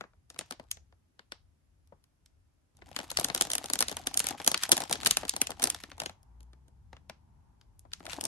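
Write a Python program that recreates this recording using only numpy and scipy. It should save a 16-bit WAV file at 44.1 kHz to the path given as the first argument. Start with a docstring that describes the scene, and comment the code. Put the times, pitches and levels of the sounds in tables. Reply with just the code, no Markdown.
"""Far traffic rumbles through the walls of a carpeted room under steady microphone hiss, all shaped noise.
Close to a phone, two hands bend and pull a thin plastic snack wrapper: scattered snaps, then a dense bout, then a last one.
Each crease snaps over as bursts of noise, treble first, then the pack booms; fine crackle and low flexing fill in.
Between the last two bouts a far car swells and fades: its engine, made of sine waves, climbs in pitch."""
import sys
import numpy as np
from scipy import signal
from scipy.fft import rfft, irfft, next_fast_len
from scipy.io import wavfile
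from scipy.ndimage import uniform_filter1d, map_coordinates

SR = 44100
rng = np.random.default_rng(int(sys.argv[2]) if len(sys.argv) > 2 else 0)


def dump(signal):
    """Clip the signal to [-1, 1] and save it as 16-bit WAV at the path in sys.argv[1]."""
    limited = np.clip(np.atleast_2d(signal).T, -1, 1)
    pcm = np.round(limited * 32767).astype(np.int16)
    wavfile.write(sys.argv[1], SR, pcm)


def decibels_to_gain(level_db):
    """Convert a level in decibels to a linear amplitude gain (20 dB per decade)."""
    exponent = np.asarray(level_db, float) / 20
    return 10 ** exponent


N = 364707  # length in samples

# Colour of the low rumble. Each row: frequency in Hz, relative level in dB per Hz.
RUMBLE_COLOUR = [(15, -40.5), (25, -10), (86, -4.5), (113, -14.5), (194, -34.5), (236, -34), (300, -46),
                 (390, -75.5), (660, -120)]
# Colour of the far road. Each row: frequency in Hz, relative level in dB per Hz.
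ROAD_COLOUR = [(65, -24.5), (120, -1.5), (220, -8.5), (370, -17.5), (600, -29.5), (1500, -48.5),
               (3000, -120)]
# How alike low background sound is on both sides. Each row: frequency in Hz, likeness (1 = the same).
LIKENESS = [(40, 1), (130, 0.64), (300, 0.12), (700, 0.1)]


def unit(x):
    """Scales a sound to rms 1."""
    return x / np.sqrt(np.mean(x ** 2) + 1e-20)


def along(points, hz):
    """Reads a curve of (Hz, value) points on a log frequency axis."""
    point_hz, value = np.transpose(points)
    return np.interp(np.log(hz + 1), np.log(point_hz + 1), value)


def wobble(rate):
    """A smooth random curve with the given number of random knots a second."""
    knots = rng.standard_normal(int(N * rate / SR) + 4)
    return map_coordinates(knots, [np.arange(N) * rate / SR])


def filtered(x, response):
    """Multiplies the spectrum of x by a response, real or complex, at each frequency."""
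    m = next_fast_len(N + 8192)  # spare room keeps the end from wrapping onto the start
    hz = np.fft.rfftfreq(m, 1 / SR)
    return irfft(rfft(x, m) * response(hz), m)[..., :N]


def rush(colour, alike):
    """Stereo noise of rms 1 with the given colour; its sides agree as much as alike says at each frequency."""
    def mid_side(hz):
        turn = np.arccos(np.clip(along(alike, hz), -1, 1)) / 2
        return decibels_to_gain(along(colour, hz)) * [np.cos(turn), np.sin(turn)]

    mid, side = filtered(rng.standard_normal((2, N)), mid_side)
    return unit(np.array([mid + side, mid - side]))


def traffic(car):
    """Low rumble and road noise swell unevenly; they never stop and grow as the far car comes near."""
    # levels before the unevenness and the left-right lean
    rumble_db, road_db = -67, -79  # steady traffic
    car_rumble_db, car_road_db = -69.5, -72.5  # amount added with the car at its nearest
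    rumble_level = (decibels_to_gain(rumble_db) + decibels_to_gain(car_rumble_db) * car) * decibels_to_gain(3.7 * wobble(4.8))
    road_level = (decibels_to_gain(road_db) + decibels_to_gain(car_road_db) * car) * decibels_to_gain(2.0 * wobble(7.7))
    return rumble_level * rush(RUMBLE_COLOUR, LIKENESS) + road_level * rush(ROAD_COLOUR, LIKENESS)


def hiss():
    """The microphone's own steady noise, almost unrelated on the two sides."""
    # Colour of the self-noise. Each row: frequency in Hz, relative level in dB per Hz.
    hiss_colour = [(150, -44), (250, 2), (421, -6), (476, -9), (566, -6), (4050, -19), (5830, -17.5),
                   (9010, -21.5), (10900, -17), (16000, -33.5)]
    return decibels_to_gain(-79.5) * rush(hiss_colour, [(1000, 0.0018)])


def snaps():
    """Each snap is a burst in every band of the film; slow bending waves make the lows swell later and last longer."""
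    # Creases snapping over. Each row: time in seconds, middle peak in dB, treble in dB above the middle,
    # boom in dB above the middle, boom pitch in Hz.
    creases = [(0.0094, -30, -24, -7, 1630), (0.0393, -39.5, -47, -7, 1140),
               (0.1341, -64.5, -25, 1.5, 1480), (0.3014, -39, -6.5, -14, 1550),
               (0.3435, -47.5, -14, -10.5, 250), (0.3617, -40, -25, -12, 1480),
               (0.39, -28, -2.5, -11.5, 392), (0.41, -33, -15, -8, 740), (0.5092, -32, -4, -5.5, 1400),
               (0.5227, -31, -12, -14.5, 272), (0.597, -40, -19, 1, 650), (0.7136, -25.5, 0.5, -41, 1570),
               (0.7711, -44, -13.5, -12, 724), (0.9247, -52.5, -31, -6.5, 1206),
               (1.1927, -32, -34.5, -20.5, 875), (1.3201, -23.5, -23.5, -21, 870),
               (1.8738, -67.5, -0.5, -13.5, 276), (1.923, -66, -27, 19, 557), (2.04, -56, -7, -30.5, 249),
               (2.26, -52, -6, -30.5, 250), (2.769, -62, 5, -24, 250), (2.7896, -63, -12, 2, 750),
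               (2.82, -35.5, -58, -14, 361), (2.8834, -53, -33, -7.5, 686), (2.9141, -47, -9, 0, 619),
               (2.9635, -17.5, -17, -22.5, 275), (2.989, -24.5, -11, -11, 692),
               (3.0015, -27, -26, -14, 290), (3.1032, -24.5, -12.5, -33, 1560), (3.1148, -34, 3, -4.5, 716),
               (3.1714, -11.5, -12, -33, 1600), (3.187, -25, -10, -1.5, 800), (3.1974, -24.5, 0, -26, 821),
               (3.2113, -35, -1.5, 0, 720), (3.2449, -17, -2, -17, 287), (3.2853, -29.5, -8, -14, 611),
               (3.2996, -18.5, -24, -14, 790), (3.3479, -21, -0.5, -11.5, 670), (3.3615, -28, -9, -10, 363),
               (3.3773, -25.5, -6, -20, 264), (3.4104, -17, 0.5, -8, 1510), (3.4211, -23, 1.5, -18, 266),
               (3.451, -34, -3.5, -5.5, 670), (3.4702, -40, 0, 3, 794), (3.5018, -26, -3, -14.5, 640),
               (3.5161, -25, 0, -22, 684), (3.534, -26.5, 3, -13.5, 676), (3.5527, -26, 3, -11, 770),
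               (3.5814, -25, -4.5, -18.5, 1580), (3.6415, -33.5, -4, -2, 670), (3.6584, -33, -3, -32, 689),
               (3.7, -26.5, -3.5, -5.5, 1500), (3.7344, -22, 3, -14.5, 300), (3.7557, -26.5, -6, -9.5, 850),
               (3.79, -25.5, 3.5, -15, 1600), (3.8062, -21.5, 3.5, -10, 870), (3.8144, -23.5, -8, -16, 721),
               (3.8247, -15, -9.5, -19.5, 1360), (3.883, -24, -3, -17, 1190), (3.8953, -30.5, -9, -14, 695),
               (3.9141, -32, -2, -3, 490), (3.9257, -31, -13, -18, 355), (3.9683, -26, -7, -11.5, 835),
               (4.0706, -19, -5, -15.5, 285), (4.142, -24, -6, -47, 791), (4.1738, -25.5, 9, -17, 778),
               (4.1938, -29, 7.5, -31, 557), (4.2016, -21, -0.5, -16, 899), (4.242, -31.5, -1, -6, 293),
               (4.2682, -26.5, 3, -14, 1180), (4.287, -25, -2, -19, 746), (4.3078, -27.5, -5.5, -11.5, 297),
               (4.4007, -29.5, -19.5, -7, 704), (4.4455, -33, 1.5, -15, 272), (4.4642, -32, 4.5, -5, 253),
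               (4.476, -13, 1.5, -12, 714), (4.5155, -23.5, -1, -9, 640), (4.5437, -9, -18, -26.5, 686),
               (4.576, -23.5, -9, -38, 684), (4.6351, -16, -6, -26, 840), (4.6922, -32, 1.5, -3.5, 730),
               (4.7178, -10.5, 1, -16, 845), (4.7236, -15, -5, -10, 411), (4.7294, -20, -3, -10.5, 320.6),
               (4.7676, -23.5, -4, -20.5, 837), (4.778, -22.5, -5, -9.5, 745), (4.804, -32, 1.5, -1.5, 800),
               (4.8188, -29.5, -6.5, -6.5, 708), (4.8375, -30, -6, -22, 288), (4.896, -35, -1.5, -0.5, 374),
               (4.9114, -28.5, 0, -1, 727), (4.927, -19, -1.5, -18, 1520), (4.9344, -24.5, -7.5, -25, 1460),
               (4.955, -24.5, -19.5, -15, 654), (5.0319, -23.5, -14, -21.5, 670),
               (5.0481, -35, 5, -5.5, 579), (5.0605, -9.5, -9.5, -22, 1550),
               (5.0676, -15.5, -7, -13.5, 1400), (5.0721, -18, -1, -25, 678),
               (5.1096, -13, -2.5, -21.5, 815), (5.17, -15, -7.5, -17.5, 740),
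               (5.2325, -31.5, -20, -1.5, 780), (5.2516, -31, -9.5, -7, 314), (5.2808, -32.5, -8, -33, 767),
               (5.2939, -22, 3, -62, 1490), (5.337, -29.5, -16, -7.5, 972),
               (5.3639, -26.5, -1.5, -10.5, 760), (5.4156, -17.5, 1, -14.5, 304),
               (5.4702, -25.5, -5.5, -21.5, 660), (5.4938, -49.5, -9, 14, 773),
               (5.5052, -34, 0.5, -2.5, 872), (5.5172, -29, -17, -15.5, 708),
               (5.5966, -31, -10.5, -15, 657), (5.6208, -25, -3, -18, 1480), (5.6274, -27, 3, -7, 248),
               (5.6395, -20.5, 6.5, -8.5, 308), (5.6547, -28, -5.5, -9.5, 340),
               (5.672, -27.5, 1, -8.5, 896), (5.7008, -25.5, 5.5, -23, 902),
               (5.7463, -28.5, -8, -17.5, 1380), (5.8364, -27.5, -16, -17.5, 312),
               (5.9163, -30, -28, -17.5, 654), (5.9803, -43, -9, -4, 853), (6.0006, -22.5, -7, -19.5, 908),
               (6.018, -29.5, -13, -5, 813), (6.0352, -36.5, -7.5, -3.5, 673),
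               (6.0597, -24, -9, -13.5, 340), (6.0952, -35, -15.5, -6.5, 842), (6.2302, -70, 11, 1.5, 882),
               (6.4058, -53, -7, -7.5, 370), (6.43, -69, 11, -11.5, 291), (6.5321, -49.5, -15.5, -9, 404),
               (6.6813, -63, -0.5, 0.5, 292), (6.9298, -38.5, -26.5, -6, 807),
               (6.9667, -40.5, -31, -17, 887), (7.097, -30, -17, -12, 720),
               (7.6123, -42.5, -27, -40.5, 888), (7.7936, -67, 17.5, -10, 255),
               (7.8518, -63.5, -17, 12, 715), (7.9175, -38.5, -32, -33, 250), (7.934, -17, -23, -57, 1310),
               (8.0046, -42.5, -30, -3.5, 312), (8.0539, -41.5, -5, -2, 840),
               (8.0653, -27.5, -19, -16, 1380), (8.0894, -44, -8, -2.5, 770),
               (8.1316, -24, -14.5, -20, 710), (8.2102, -33, 5.5, -9, 720), (8.239, -37.5, 8, -10, 840),
               (8.2524, -31.5, 8.5, -6, 759)]
    # Bands of one snap. Each row: low edge in Hz, high edge in Hz, rise in ms, time to fall by 60 dB in ms,
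    # level in dB, left-right lean in dB.
    film_bands = [(140, 350, 3.4, 39, -5, 5), (425, 862, 1, 44, -1, 7), (1081, 2220, 0.2, 28, -5.5, 2),
                  (2680, 4750, 0.34, 10, -3.5, 3.5), (5020, 7450, 0.42, 11, -2, 0),
                  (8540, 11000, 0.067, 3.1, -4.5, -9), (11600, 16500, 0.1, 6.27, -4, -13.5)]
    # Notes at which the pack rings. Each row: frequency in Hz, level in dB.
    pack_modes = [(280, -1.5), (340, -2.5), (570, -1.5), (680, 2.5), (760, 1.5), (860, 2.5), (1400, 0.5)]
    shared = 0.86  # part of the noise that both sides have in common
    snap_ms = 1.54  # a snap holds the energy of its peak kept up this long
    ring_db, ring_turns = -3, 11  # ringing beside the boom level; cycles to fall by 60 dB
    fall_db_per_octave = 35.5  # a snap drives the modes near its boom pitch

    s, peak_db, treble_db, boom_db, boom_hz = np.transpose(creases)
    middle_db = peak_db + 10 * np.log10(snap_ms * SR / 1000)
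    # left lag: below zero the left is early, as most creases lie nearer the left port
    lag_ms = -.17 + .13 * rng.standard_normal(len(s))
    t_ms = np.arange(1536) / SR * 1000 - 9  # starts ahead of the snap
    after = t_ms.clip(0)
    # faint noise that swells just before each snap and dies away after it
    lead_in = decibels_to_gain(-22.5) * np.exp(-np.abs(t_ms) / 2.5)
    out = np.zeros((2, N + 2 * len(t_ms)))

    def add(ear, sign, burst, db, lean_db):
        """Lays bursts of the given energy into one side; the port reached first also hears more."""
        gain = decibels_to_gain(db + sign * (lean_db - 6 * lag_ms) / 2) / np.linalg.norm(burst, axis=1)
        seconds = s[:, None] + (t_ms + sign * lag_ms[:, None] / 2) / 1000
        where = np.round(seconds * SR).astype(int)
        values = burst * gain[:, None] * (where >= 0)
        out[ear] += np.bincount(where.ravel().clip(0), values.ravel(), out.shape[1])

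    # the pack rings
    mode_hz, mode_db = np.transpose(pack_modes)
    turns = mode_hz[:, None] * after / 1000
    modes = np.sin(2 * np.pi * turns) * (1 - np.exp(-turns ** 2)) * decibels_to_gain(-60 * turns / ring_turns)
    octaves_away = np.abs(np.log2(boom_hz[:, None] / mode_hz))
    ring = decibels_to_gain(mode_db - fall_db_per_octave * octaves_away) @ modes
    add(0, 1, ring, middle_db + boom_db + ring_db, lean_db=10)
    add(1, -1, ring, middle_db + boom_db + ring_db, lean_db=-0.5)

    # the film bursts into noise, band by band
    for low_hz, high_hz, rise_ms, t60_ms, db, lean_db in film_bands:
        shape = lead_in + (1 - np.exp(-(after / rise_ms) ** 2)) * decibels_to_gain(-60 * after / t60_ms)
        both, left, right = rng.standard_normal((3, len(s), len(t_ms)))
        band = signal.butter(2, [low_hz, high_hz], "bandpass", fs=SR, output="sos")
        centre = np.log(low_hz * high_hz) / 2
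        corners = np.log([600, 2400, 8000])  # Hz of boom, middle and treble
        colour_db = [np.interp(centre, corners, row) for row in zip(boom_db, 0 * s, treble_db)]
        for ear, own, sign in ((0, left, 0.73), (1, right, -1)):
            noise = shared * both + np.sqrt(1 - shared ** 2) * own
            burst = signal.sosfilt(band, noise * shape)
            add(ear, sign, burst, middle_db + colour_db + db, lean_db)
    return out[:, :N]


def room(x):
    """A soft, furnished room hears the film from all sides: its smoothed power feeds a diffuse, dying tail."""
    # How long the room rings. Each row: frequency in Hz, time to fall by 60 dB in seconds.
    ring_times = [(200, 0.083), (600, 0.21), (3500, 0.21), (6000, .22), (10000, 0.076)]
    onset_ms = 4
    hz, t, z = signal.stft(x, SR, nperseg=128)
    power = uniform_filter1d(np.abs(z) ** 2, size=3, axis=0)
    t = t[:256]
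    fade = (1 - np.exp(-(t * 1000 / onset_ms) ** 2)) * decibels_to_gain(-60 * t / along(ring_times, hz)[:, None]) ** 2
    fade = fade / fade.sum(axis=1, keepdims=True)
    tail = signal.fftconvolve(power, fade, axes=1)[:, :z.shape[1]]
    noise = rush([(1000, 0)], [(250, 1.0), (1500, .1)])
    diffuse = signal.stft(noise, SR, nperseg=128)[2]
    answer = diffuse / np.abs(diffuse).mean() * np.sqrt(np.abs(tail))
    return signal.istft(answer, SR, nperseg=128)[1][:, :N]


def shaking():
    """The harder the hands work, the more a low uneven shudder reaches the microphone."""
    full_db, grows = -55, 0.46  # rumble part at full effort before the wobble; dB per dB of effort
    work_db = effort()
    level_db = full_db + grows * (work_db - work_db.max()) + 3.6 * wobble(7)
    return decibels_to_gain(level_db) * (rush(RUMBLE_COLOUR, LIKENESS) + decibels_to_gain(-4) * rush(ROAD_COLOUR, LIKENESS))


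def effort():
    """How hard the hands work the film, as the level of fine crackle in dB; almost none between bouts."""
    # One table for each bout of handling. Each row: time in seconds, fine crackle level in dB.
    bouts = [
        [(.3, -68), (.48, -70), (.6, -66.5), (.85, -85)],
        [(2.75, -75), (2.97, -55), (3.35, -48.5), (3.55, -53), (4.3, -45), (4.53, -51), (4.9, -41), (5.05, -47),
         (5.58, -57), (5.69, -45), (5.92, -60.5), (6.2, -79.5)],
        [(7.8, -99.5), (7.95, -71), (8.1, -45.5), (8.27, -48.5)],
    ]
    t = np.arange(N) / SR
    levels = []
    for rows in bouts:
        s, db = np.transpose(rows)
        levels.append(np.interp(t, s, db, left=-120, right=-120))
    return np.max(levels, axis=0)


def crackle(per_second, spread_db, life_ms):
    """Countless small creases: clumped ticks of very unequal size, from either hand, each a dying puff of noise."""
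    chance = per_second / SR * decibels_to_gain(5.6 * wobble(25))  # the wobble clumps the ticks
    sizes = decibels_to_gain(spread_db * rng.exponential(size=(2, N)).clip(0, 4))
    ticks = (rng.random((2, N)) < chance) * sizes
    life = decibels_to_gain(-60 * np.arange(2048) / SR * 1000 / life_ms)
    loudness = signal.fftconvolve(ticks, life[None], axes=1)[:, :N]
    left_hand, right_hand = loudness * rng.standard_normal((2, N))
    lag = round(.27 * SR / 1000)  # .27 ms, in samples
    late_left_hand = 0.21 * np.roll(left_hand, lag)  # the left hand is nearer the left port
    return np.array([left_hand + right_hand, late_left_hand + right_hand])


def handling():
    """Working the film sets off fine crackle and soft low flexing of the pack."""
    # Colour of the small creases. Each row: frequency in Hz, relative level in dB per Hz.
    crease_colour = [(500, -28.5), (1000, -6.5), (1900, -5), (2800, -4.5), (8000, -11), (16000, -7.5)]
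    # Colour of the pack bending. Each row: frequency in Hz, relative level in dB per Hz.
    flex_colour = [(60, -33), (130, -18), (290, 5.5), (460, -12.5), (780, 7), (1400, -16.5), (2600, -27.5),
                   (4000, -120)]
    ticks = crackle(per_second=240, spread_db=5.5, life_ms=8)
    bumps = crackle(per_second=35, spread_db=3.5, life_ms=18)
    fine = filtered(ticks, lambda hz: decibels_to_gain(along(crease_colour, hz)))
    flex = filtered(bumps, lambda hz: decibels_to_gain(along(flex_colour, hz)))
    flex_db = -4.5 + np.array([[2.2], [-2.2]])  # beside the crackle, left and right
    return decibels_to_gain(effort()) * (unit(fine) + decibels_to_gain(flex_db) * unit(flex))


def passing_car():
    """Nearness of one far car, 1 at its nearest: it swells and fades along a bell-shaped curve."""
    nearest_s, comes_s, goes_s = 7.26, 0.98, 0.78  # nearest moment; time to swell and to fade by 6 dB
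    t = np.arange(N) / SR
    return decibels_to_gain(-6 * ((t - nearest_s) / np.where(t < nearest_s, comes_s, goes_s)) ** 2)


def tyres(car):
    """The car's tyres are an uneven rush of noise, strongest near 900 Hz."""
    tread = [(450, -18.5), (900, 6.0), (1150, -6.0), (1800, -16.5), (4000, -47.5)]  # (Hz, dB per Hz)
    return decibels_to_gain(-76 + 4 * wobble(2.4)) * car * rush(tread, LIKENESS)


def engine():
    """The car's engine pulls away: a few slightly unsteady sine waves climb in pitch and come through the wall."""
    # Tones of the engine. Each row: multiple of the firing pitch, level in dB before wobble, wall and lean.
    orders = [(1, -65), (2, -71), (3, -77)]
    start_s, length_s, fade_s = 6.2, 1.3, .1
    start_hz, climb_hz_per_s, top_hz = 54.5, 21, 76  # firing pitch, its climb, where it levels off
    wall_hz, wall_width_hz, wall_db = 58, 3, 11  # the wall booms when the engine passes its pitch
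    t = np.arange(N) / SR - start_s
    hz = np.clip(start_hz + climb_hz_per_s * t, 0, top_hz) + .5 * wobble(6)
    heard = np.clip(np.minimum(t, length_s - t) / fade_s, 0, 1)
    turn = 2 * np.pi * np.cumsum(hz) / SR
    out = np.zeros(N)
    for k, db in orders:
        boom = 1 + decibels_to_gain(wall_db) / (1 + ((k * hz - wall_hz) / wall_width_hz) ** 2)  # adds to the direct tone
        out += decibels_to_gain(db + 2 * wobble(4)) * boom * np.sin(k * turn)
    return heard * out


def background():
    """Traffic and the passing car, a little stronger on the left, over the microphone's hiss."""
    car = passing_car()
    lean = decibels_to_gain([[1.2], [-1.2]])
    return lean * (traffic(car) + tyres(car) + engine()) + hiss()


def scene():
    """The wrapper, the room's answer, the low shudder and the background."""
    wrapper = snaps() + handling()
    return wrapper + decibels_to_gain(-12) * room(wrapper.mean(axis=0)) + shaking() + background()


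def band_limit(x):
    """A steep low-pass at the top of the band."""
    return signal.sosfilt(signal.butter(12, 17010, fs=SR, output="sos"), x)


def record(dry):
    """Above about 8400 Hz the phone feeds both sides from one port, the left a fixed part of a millisecond late."""
    # Level of the top band, which drops steeply above about 12.6 kHz. Each row: frequency in Hz, level in dB.
    top_response = [(8500, -1), (10300, 2.5), (11200, 2.5), (12000, -11), (12650, -13), (13200, -23.5),
                    (15600, -25.5), (16600, -34)]
    join_hz, turn_hz = 8400, 3700  # where one port takes over; each side's phase turns half a cycle per turn_hz

    def top(hz):
        return 1 / (1 + np.exp((join_hz - hz) / 200))

    def top_band(hz):
        late = np.exp(-1j * np.pi * (hz - join_hz) / turn_hz)
        return decibels_to_gain(along(top_response, hz)) * top(hz) * [late, 1 / late]

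    def lower_bands(hz):
        return (1 - top(hz)) / (1 + (34 / (hz + 1)) ** 6)  # the deepest bass is cut

    x = filtered(dry, lower_bands) + filtered(dry[1], top_band)
    x = x / (1 + np.abs(x / .9) ** 6) ** (1 / 6)  # loud peaks saturate softly
    return band_limit(x)


dry = scene()
out = record(dry)
dump(out)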